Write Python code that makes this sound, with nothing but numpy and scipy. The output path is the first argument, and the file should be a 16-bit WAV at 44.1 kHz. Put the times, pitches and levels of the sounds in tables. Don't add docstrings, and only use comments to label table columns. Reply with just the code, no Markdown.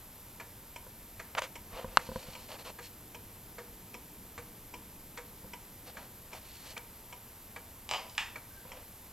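import sys
import numpy as np
from scipy import signal
from scipy.fft import rfft, irfft, next_fast_len
from scipy.io import wavfile

SR = 44100
rng = np.random.default_rng(int(sys.argv[2]) if len(sys.argv) > 2 else 0)


def store_wav(level_fs):
    pcm = np.round(np.clip(np.atleast_2d(level_fs), -1, 1) * 32767)
    wavfile.write(sys.argv[1], SR, pcm.T.astype(np.int16))


N = 402191
TIME = np.arange(N) / SR
AGE = np.arange(SR // 2) / SR


def wall_clock(first_tick_s=0.3988, first_tock_s=0.7588):
    # (frequency [Hz], level [dB], t60 [s])
    tick_modes = [(650, -8, 0.15), (937, -5, 0.15), (1620, -1, .045), (1896, -2, 0.051),
                  (4350, -7.5, 0.048), (7200, -21, .16)]
    tock_modes = [(929, 3, 0.1), (983, 1.5, 0.13), (2494, 3.5, 0.046), (3060, -9, .07), (3200, -3.5, .06),
                  (5500, -4, 0.04), (7140, -16, .22)]
    # (frequency [Hz], spectral level [dB])
    tick_colour = [(300, -5), (500, -4), (1200, 0), (1700, 0.5), (2350, -1.5), (2700, -10), (4400, -14.5),
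                   (4900, -18), (7400, -13.5), (9000, -22), (14000, -33)]
    tock_colour = [(250, -7), (600, -0.5), (900, -4.5), (1300, -7), (1800, -7.5), (2350, 2.5), (2700, -7),
                   (3100, -2), (3500, -15), (4800, -23), (5400, -5.5), (6200, -15.5), (7700, -10),
                   (9500, -21), (14000, -40)]
    tick_beats = beats(first_tick_s)
    tock_beats = [(s, level_db - 1, boom_db - 4, 0.15 * ping_db - 1)
                  for s, level_db, boom_db, ping_db in beats(first_tock_s)]
    ticks = escapement(tick_beats, tick_modes, tick_colour,
                       slide_s=0.009, rattle_t60=0.088, ring_db=0.5, build_cycles=3.1)
    tocks = escapement(tock_beats, tock_modes, tock_colour,
                       slide_s=0.0067, rattle_t60=0.047, ring_db=-3.5, build_cycles=2.2)
    return ticks + tocks


def beats(first_s, period_s=0.7958):
    # (time [s], level [dB], case boom [dB], plate ping [dB])
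    pickup = [(0.4, -44.5, -20, 1), (1.3, -43, -10, -4), (2.8, -46.5, 4, -10), (5.2, -42.5, 3, -6),
              (6.0, -45.5, -7, -12), (6.7, -45.5, -1, 9), (8.6, -45.5, -7, 10)]
    landings = np.arange(first_s, N / SR, period_s)
    when, *columns = np.transpose(pickup)
    return np.transpose([landings] + [np.interp(landings, when, column) for column in columns])


def escapement(landings, pallet_modes, colour, slide_s, rattle_t60, ring_db, build_cycles):
    # (frequency [Hz], level [dB], t60 [s])
    case_modes = [(482.2, 0.5, 0.18), (515, -3, 0.1)]
    plate_modes = [(2308, 4.5, 0.038), (2490, -6, 0.033)]
    out = np.zeros(N)
    attack = 1 - np.exp(-AGE / 0.0002)
    hold_and_decay = np.minimum(1, fade(rattle_t60) * amp(60 * slide_s / rattle_t60))
    for s, level_db, boom_db, ping_db in landings:
        beat = burst(colour, attack * hold_and_decay)
        for modes, part_db in [(pallet_modes, 0), (case_modes, boom_db), (plate_modes, ping_db)]:
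            for hz, db, t60 in modes:
                swell = 1 - np.exp(-(AGE / (0.00083 + build_cycles / hz)) ** 2)
                detuned_hz = hz * (1 + 0.0018 * rng.normal())
                swing = np.sin(2 * np.pi * (detuned_hz * AGE + rng.random()))
                beat += amp(db + part_db + ring_db + rng.normal()) * swell * swing * fade(t60)
        add(out, s, amp(level_db) * beat)
    return out


def finger_bumps():
    # (time [s], level [dB], brightness corner [Hz])
    bumps = [(0.867, -45.5, 3000), (1.731, -31, 60.4), (1.8451, -31.5, 1500), (1.879, -29, 70),
             (1.972, -30.5, 300), (2.09, -32, 600), (2.117, -35.5, 900), (2.1595, -30, 2000),
             (2.285, -35.5, 220), (5.444, -39.5, 400), (8.653, -44.5, 1500)]
    # (frequency [Hz], level [dB], t60 [s])
    body_modes = [(45, -10, 0.13), (94.5, -15, .12), (166, -12, 0.096), (224, -4, 0.051),
                  (519, -2.5, 0.084), (664, -11.5, 0.048), (980, 0.5, 0.025), (1500, -5.5, .018)]
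    out = np.zeros(N)
    for s, level_db, corner_hz in bumps:
        thud = ring(body_modes, scatter_db=1.1)
        add(out, s, amp(level_db) * band_pass(thud, 27, corner_hz, order=1))
    return out


def finger_tap(at_s=1.9722, tap_db=-6.5, buzz_db=-23.5):
    # (frequency [Hz], level [dB], t60 [s])
    tap_modes = [(1040, -11, .018), (1280, 3.5, 0.0069), (1502, -6, 0.0094), (2040, -10, 0.0084),
                 (2790, -6.5, 0.0095), (4070, -4.5, 0.004), (5130, -25, 0.0023), (7860, -14, 0.0066),
                 (9400, -21, 0.0045)]
    # (frequency [Hz], spectral level [dB])
    buzz_colour = [(300, -15), (600, -3), (1100, 0), (2000, -1), (3000, -3), (4400, -13), (6000, -29),
                   (14000, -45)]
    out = np.zeros(N)
    add(out, at_s, -amp(tap_db) * band_pass(ring(tap_modes), 610, 11500))
    add(out, at_s, amp(buzz_db) * burst(buzz_colour, fade(t60=0.027)))
    return out


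def grip_creaks():
    # (peak time [s], level [dB], swell [s], t60 [s], tilt [dB/octave])
    creaks = [(1.3508, -30.5, .0002, 0.024, -2.5), (1.384, -24, 0.0053, 0.051, -1.6),
              (1.3923, -31, 0.00056, .012, 4.5), (1.421, -29, 0.0013, 0.023, 1.5),
              (1.438, -38.5, 0.014, 0.12, 2), (6.7784, -33.5, .0003, 0.013, 6.5)]
    # (frequency [Hz], spectral level [dB])
    creak_colour = [(200, -42), (400, -22), (520, 7.5), (660, 5), (800, -8.5), (950, 6), (1100, -3.5),
                    (1300, 0), (1650, -3), (2100, -2.5), (2900, -5.5), (3300, -6), (3700, -9.5),
                    (5500, -16.5), (6900, -15), (14000, -33)]
    out = np.zeros(N)
    for s, level_db, swell_s, t60, tilt_db in creaks:
        swell = np.exp(-np.minimum(AGE[::-1] / swell_s, 20))
        envelope = np.concatenate([swell, fade(t60)])
        add(out, s - AGE[-1], amp(level_db) * burst(creak_colour, envelope, tilt_db))
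    return out


def rattle_and_snap():
    # (time [s], level [dB], low cut [Hz], high cut [Hz])
    rattle = [(7.891, -26, 945, 8000), (7.912, -17.5, 470, 7100), (7.920, -31, 500, 6000),
              (7.9365, -18.5, 500, 3800), (7.9455, -21, 397, 4200), (8.097, -36.5, 3480, 8000),
              (8.151, -39, 2500, 5500)]
    snap = [(8.1781, -29, 1500, 7000), (8.1791, -23, 1500, 6000), (8.1802, -12.5, 800, 5560)]
    # (frequency [Hz], level [dB], t60 [s])
    wood_modes = [(525, -9.5, 0.0083), (945, -3, 0.0083), (1204, -7, 0.0082), (2210, -3.5, 0.0045),
                  (3010, -1, 0.0051), (3900, -6.5, 0.0043), (4850, -4, 0.0042), (7500, 2, 0.0014)]
    catch_modes = [(890, -12.5, 0.011), (1210, -11.5, 0.0084), (1760, -8.5, 0.0054), (2480, -3, 0.005),
                   (3100, -3.5, 0.0058), (3680, -5.5, 0.0037), (5050, -8, 0.0026), (7360, -1.5, 0.0019),
                   (9300, -8, 0.002)]
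    out = np.zeros(N)
    for contacts, modes in [(rattle, wood_modes), (snap, catch_modes)]:
        for s, level_db, low_hz, high_hz in contacts:
            click = ring(modes, scatter_db=1.14, alternate=True)
            add(out, s, amp(level_db) * band_pass(click, low_hz, high_hz))
    return out


def rubbing(grain_db=2.0, cuff_db=2.5, cuff_loss_db_per_s=120):
    # (centre time [s], length [s], level [dB])
    palm_strokes = [(1.779, 0.1, -48), (2.1, 0.58, -55.5), (2.527, 0.065, -46.5), (2.605, 0.036, -52),
                    (2.678, 0.053, -46.5), (5.887, 0.043, -51.5), (6.005, 0.1, -55), (6.353, 0.062, -51),
                    (6.687, 0.12, -58), (8.753, 0.14, -56)]
    sleeve_strokes = [(2.21, 0.48, -55), (2.852, 0.053, -53.5), (6.56, 0.25, -57), (6.7, 0.057, -53)]
    squeaks = [(8.57, 0.13, -61.5)]
    # (frequency [Hz], spectral level [dB])
    palm_colour = [(200, -19), (420, -10), (515, 6.5), (575, -3), (640, -0.5), (780, -3), (1000, -2.5),
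                   (1500, -10.5), (3000, -11.5), (8000, -36)]
    sleeve_colour = [(700, -33), (1800, -3), (2900, -0.5), (3700, -2.5), (4100, 0.5), (4380, 5),
                     (4650, -2.5), (7000, -5.5), (10000, -8), (15000, -20)]
    squeak_colour = [(1400, -40), (1570, -4), (1750, -34)]
    cuff_strokes = [(s, length_s, db + cuff_db - cuff_loss_db_per_s * length_s)
                    for s, length_s, db in palm_strokes]
    grain = amp(grain_db * noise([(30, 2.0), (200, -9.0), (1000, -43)], N))
    palm = strokes(palm_strokes) * noise(palm_colour, N)
    sleeve = (strokes(sleeve_strokes) + strokes(cuff_strokes)) * noise(sleeve_colour, N)
    squeak = strokes(squeaks) * noise(squeak_colour, N)
    return grain * (palm + sleeve + squeak)


def room_reverb(send, onset_s=0.0014):
    # (frequency [Hz], t60 [s])
    room_t60 = [(200, 0.48), (1000, 0.47), (3000, 0.34), (6000, 0.41), (12000, .18)]
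    edges_hz = np.geomspace(150, 15000, 11)
    tail = np.zeros(len(AGE))
    for low, high in zip(edges_hz, edges_hz[1:]):
        t60 = at_hz(room_t60, np.sqrt(low * high))
        tail += band_pass(rng.standard_normal(len(AGE)), low, high) * fade(t60)
    tail *= 1 - np.exp(-(AGE / onset_s) ** 2)
    return signal.fftconvolve(send, tail / np.sqrt(np.sum(tail ** 2)))[:N]


def room_tone(rumble_db=-56.0):
    # (frequency [Hz], spectral level [dB])
    rumble_colour = [(12, -16), (20, 0.5), (48, -4), (70, -2), (113, -3.5), (131, -6.5), (151, -11.5),
                     (221, -6.5), (251, -10), (306, -13.5), (394, -13.5), (812, -16.5), (888, -14),
                     (1500, -24.5), (1950, -36), (3300, -120)]
    murmur_colour = [(100, 3), (190, 11), (270, 5), (305, 11), (350, -1), (440, 3.5), (600, -16.5),
                     (850, -37), (935, -19), (1050, -38)]
    # (time [s], level [dB])
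    murmur_ride = [(0, -68), (2, -62), (3.2, -60.5), (4.2, -59.5), (5.4, -60.5), (6.3, -66), (7, -72),
                   (9.1, -71)]
    murmur = amp(np.interp(TIME, *np.transpose(murmur_ride))) * noise(murmur_colour, N)
    return murmur + amp(rumble_db) * noise(rumble_colour, N)


def electrical_whine():
    # (frequency [Hz], rms level [dB])
    tones = [(118.4, -73.5), (7558, -80), (9453, -88), (9523, -77), (9598, -84)]
    return sum(amp(db) * np.sqrt(2) * np.sin(2 * np.pi * hz * TIME) for hz, db in tones)


def microphone_hiss(shared_db=-53.5, channel_db=-65):
    # (frequency [Hz], spectral level [dB])
    hiss_colour = [(300, -24), (1200, -8), (2000, -5), (4000, -7.5), (6700, -8.5), (7500, -5.5),
                   (8400, -8.5), (10800, -3.5), (12400, 5), (13600, -2.5), (15700, -11)]
    shared = noise(hiss_colour, N)
    channels = np.array([noise(hiss_colour, N), noise(hiss_colour, N)])
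    return amp(shared_db) * shared + amp(channel_db) * band_pass(channels, 4500, 16400)


def ring(modes, scatter_db=0, alternate=False):
    polarity = -1 if alternate else 1
    out = np.zeros(len(AGE))
    for k, (hz, db, t60) in enumerate(modes):
        gain = polarity ** k * amp(db + scatter_db * rng.normal())
        out += gain * np.sin(2 * np.pi * hz * AGE) * fade(t60)
    return out


def burst(colour, envelope, tilt_db=0):
    tilted = [(hz, db + tilt_db * np.log2(hz)) for hz, db in colour]
    x = envelope * noise(tilted, len(envelope))
    return x * np.sqrt(np.sum(envelope ** 2) / np.sum(x ** 2))


def noise(colour, size):
    padded = next_fast_len(size)
    gains = amp(at_hz(colour, np.fft.rfftfreq(padded, 1 / SR)))
    x = irfft(rfft(rng.standard_normal(padded)) * gains, padded)[:size]
    return x / x.std()


def strokes(rows):
    return sum(amp(db) * np.exp(-np.minimum((2 * (TIME - s) / length_s) ** 4 / 2, 20))
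               for s, length_s, db in rows)


def fade(t60):
    return np.exp(-np.log(1000) * np.minimum(AGE / t60, 10))


def band_pass(x, low_hz, high_hz, order=2):
    return signal.sosfilt(signal.butter(order, [low_hz, high_hz], "band", fs=SR, output="sos"), x)


def at_hz(points, hz):
    table_hz, values = np.transpose(points)
    return np.interp(np.log(hz + 1e-9), np.log(table_hz), values)


def amp(db):
    return 10 ** (np.asarray(db) / 20)


def add(track, s, sound):
    start = max(round(s * SR), 0)
    track[start:start + len(sound)] += sound[:N - start]


def scene(clock_send_db=-12, click_send_db=-1.5, hand_send_db=-37.0):
    clock = wall_clock()
    hand = finger_bumps() + finger_tap() + grip_creaks()
    clicks = rattle_and_snap()
    send = amp(clock_send_db) * clock + amp(click_send_db) * clicks + amp(hand_send_db) * hand
    mono = clock + hand + clicks + room_reverb(send) + rubbing() + room_tone() + electrical_whine()
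    return mono + microphone_hiss()


def record(dry, cutoff_hz=15800):
    late_left = np.concatenate([[0], dry[0, :-1]])
    high_cut = signal.ellip(10, .1, 80, cutoff_hz, fs=SR, output="sos")
    return signal.sosfilt(high_cut, np.array([late_left, dry[1]]))


dry = scene()
out = record(dry)
store_wav(out)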